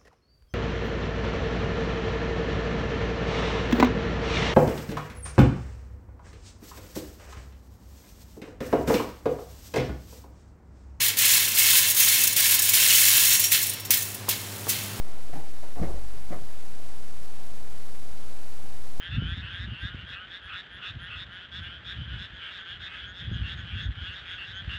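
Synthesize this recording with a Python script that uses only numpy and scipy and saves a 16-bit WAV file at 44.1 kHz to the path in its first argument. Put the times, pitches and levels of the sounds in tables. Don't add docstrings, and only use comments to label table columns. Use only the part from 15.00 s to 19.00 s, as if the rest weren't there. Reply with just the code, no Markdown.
import sys
import numpy as np
from scipy import signal
from scipy.fft import rfft, irfft, next_fast_len
from scipy.io import wavfile
from scipy.ndimage import map_coordinates

SR = 44100
rng = np.random.default_rng(int(sys.argv[2]) if len(sys.argv) > 2 else 0)


def generate_wav(sig):
    pcm = np.round(np.clip(np.atleast_2d(sig).T, -1, 1) * 32767).astype(np.int16)
    wavfile.write(sys.argv[1], SR, pcm)


N = 176400


def amp(db):
    return 10 ** (np.asarray(db) / 20)


def unit(x):
    return x / np.sqrt(np.mean(x ** 2) + 1e-20)


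def filtered(x, response):
    m = next_fast_len(N + SR // 2)
    return irfft(rfft(x, m) * response(np.fft.rfftfreq(m, 1 / SR)), m)[:N]


def dull(hz, corner_hz):
    return 1 / np.sqrt(1 + (hz / corner_hz) ** 4)


def coloured(x, spectrum, corner_hz=np.inf):
    points_hz, db = np.transpose(spectrum)

    def response(hz):
        return amp(np.interp(np.log(hz + 1), np.log(points_hz), db)) * dull(hz, corner_hz)
    return unit(filtered(x, response))


def since(s):
    return np.arange(N) / SR - s


def fade(t, t60_s):
    return amp(-60 * np.maximum(t, 0) / t60_s)


def struck(t, attack_s, t60_s):
    return (1 - np.exp(-np.maximum(t, 0) / attack_s)) * fade(t, t60_s)


def ring(t, hz, attack_s, t60_s):
    return np.sin(2 * np.pi * hz * t) * struck(t, attack_s, t60_s)


def wobble(knots_per_s):
    knots = rng.standard_normal(int(N * knots_per_s / SR) + 4)
    return map_coordinates(knots, [np.arange(N) * knots_per_s / SR])


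def tones(lines):
    return sum(np.sqrt(2) * amp(db) * np.sin(2 * np.pi * (hz * since(0) + rng.random()))
               for hz, db in lines)


# frequency in Hz, relative level in dB.
AIR_SPECTRUM = [(100, -8), (350, 4.5), (820, 4.5), (1000, 0), (2000, -4.5), (3000, -8.5), (4600, -8.5),
                (5500, -12), (12800, -22)]
RUMBLE_SPECTRUM = [(20, -28), (35, -10), (52, -2), (70, 2), (100, -7), (170, -9), (300, -15), (700, -32.5),
                   (2000, -60)]
# frequency in Hz, level in dB.
HUM_TONES = [(652, -73.5), (704, -74), (800, -72.5), (850.6, -73)]


def background():
    air = amp(-54) * coloured(rng.standard_normal(N), AIR_SPECTRUM)
    rumble_db = -52 + wobble(knots_per_s=5.2)
    rumble = amp(rumble_db) * coloured(rng.standard_normal(N), RUMBLE_SPECTRUM)
    return air + rumble + tones(HUM_TONES)


# peak time in seconds, level in dB, rise in seconds, T60 in seconds,
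# low-pass corner in Hz.
RUSTLES = [(0.081, -52.5, 0.061, 1.2, 1810), (0.637, -46, 0.01, 0.3, 1550), (.768, -42, .011, 0.1, 1510),
           (0.787, -37, 0.0093, 0.3, 754), (.835, -38, .014, 0.2, 2570), (.888, -38, 0.035, 0.41, 720),
           (0.963, -48, 0.0072, 0.05, 850), (1.16, -53, 0.035, 0.2, 710), (1.301, -41.5, .002, 0.1, 950),
           (1.332, -37, .019, 0.22, 1700)]
# frequency in Hz, relative level in dB.
CLOTH_SPECTRUM = [(40, -5), (120, -0.5), (200, -1), (260, -3), (340, -1), (500, 0), (740, 1.5), (900, -8),
                  (1100, -4.5), (1450, -12), (2150, -7.5), (2550, -18.5), (5000, -12), (12000, -22)]


def rustles():
    slips_per_s, slip_power_share = 1400, .3
    out = np.zeros(N)
    for peak_s, db, rise_s, t60_s, corner_hz in RUSTLES:
        t = since(peak_s)
        slips = unit((rng.random(N) < slips_per_s / SR) * rng.standard_normal(N))
        rub = np.sqrt(slip_power_share) * slips + np.sqrt(1 - slip_power_share) * rng.standard_normal(N)
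        swell = np.exp(-(np.minimum(t, 0) / rise_s) ** 2)
        out += amp(db) * coloured(rub, CLOTH_SPECTRUM, corner_hz) * swell * fade(t, t60_s)
    return out


# start in seconds, level in dB, relative puff level in dB, cloth T60 in seconds.
FLAPS = [(.294, -42, -11, 0.04), (.330, -39.5, 6, 0.33), (.356, -40, 2, 0.14), (0.375, -49, 15, 0.5)]
# frequency in Hz, relative level in dB.
FLAP_SPECTRUM = [(100, -7.5), (350, -2), (500, -10.5), (680, 2), (820, 0.5), (1000, -17), (1900, -17),
                 (2600, -26), (10000, -39)]


def sleeves():
    attack_s = .0011
    out = np.zeros(N)
    for start_s, db, puff_db, t60_s in FLAPS:
        t = since(start_s)
        flap = amp(2.5) * coloured(rng.standard_normal(N), FLAP_SPECTRUM) * struck(t, attack_s, t60_s)
        puff = amp(puff_db) * ring(t, hz=143.7, attack_s=attack_s, t60_s=.12)
        out += amp(db) * (flap + puff)
    return out


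# start in seconds, level in dB, low-pass corner in Hz,
# relative boom level in dB.
BLOWS = [(.768, -44, 300, -9.5), (.798, -25.5, 123, -10.5), (.815, -26.5, 283, -23),
         (.821, -25.5, 605, -18), (.880, -37, 194, 4.5), (.894, -36, 610, -7), (0.941, -40.5, 149, -12.5),
         (1.305, -34, 462, -15.5), (1.361, -35, 297.5, -16), (1.420, -40, 121, -16)]
# frequency in Hz, relative level in dB, T60 in seconds.
BED_MODES = [(63.8, -9.5, .25), (116.6, -11, .33), (172.1, -3, .13), (203.2, -5.5, .14), (331, -5.5, .17),
             (388, -9.5, 0.13), (455, -6, .08), (581, -16, .12), (714, -10.5, .12)]
# frequency in Hz, relative level in dB.
THUD_SPECTRUM = [(25, -7), (62, 2.5), (105, -0.5), (180, 0.5), (255, -9.5), (380, 0), (720, -4.5),
                 (1000, -11), (2200, -34), (4000, -45)]


def blows():
    push_width_s = .0012
    out = np.zeros(N)
    for start_s, db, corner_hz, _ in BLOWS:
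        t = since(start_s)
        push = amp(1.5) * np.exp(-(t / push_width_s - 2) ** 2)
        modes = np.zeros(N)
        for hz, mode_db, t60_s in BED_MODES:
            gain = amp(mode_db + rng.normal(0, 1.5)) * dull(hz, corner_hz)
            modes += gain * ring(t, hz, attack_s=.0017, t60_s=t60_s)
        thud_noise = coloured(rng.standard_normal(N), THUD_SPECTRUM, corner_hz)
        thud = amp(-8.5) * thud_noise * struck(t, attack_s=.003, t60_s=.12)
        out += amp(db) * (push + modes + thud)
    return out


# frequency in Hz, relative level in dB, T60 in seconds.
BOOM_MODES = [(48.88, 0, 1.05), (60.3, -10, 1.1)]


def boom():
    return sum(amp(db + boom_db + mode_db) * ring(since(start_s), hz, attack_s=.008, t60_s=t60_s)
               for start_s, db, _, boom_db in BLOWS
               for hz, mode_db, t60_s in BOOM_MODES)


def bedroom(x):
    tail = rng.standard_normal(N) * struck(since(0), attack_s=.0049, t60_s=.2)
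    return signal.fftconvolve(x, tail / np.linalg.norm(tail))[:N]


def scene():
    floor = background()
    fall = blows() + sleeves() + rustles()
    return (floor + fall + boom() + amp(-12) * bedroom(fall))[None]


# frequency in Hz, level in dB.
WHINE_TONES = [(9275, -80), (10503, -86), (12775, -83)]


def record(dry):
    step, rest_steps, rounding_share = .0068, .42, .76
    cutoff_hz, dc_offset = 12900, -.1369
    sound = dry[0]
    stepped = step * (np.round(sound / step + rest_steps) - rest_steps)
    self_noise = amp(-57.5) * rng.standard_normal(N) + tones(WHINE_TONES)
    converted = sound + rounding_share * (stepped - sound) + self_noise
    return filtered(converted, lambda hz: hz < cutoff_hz)[None] + dc_offset


dry = scene()
out = record(dry)
generate_wav(out)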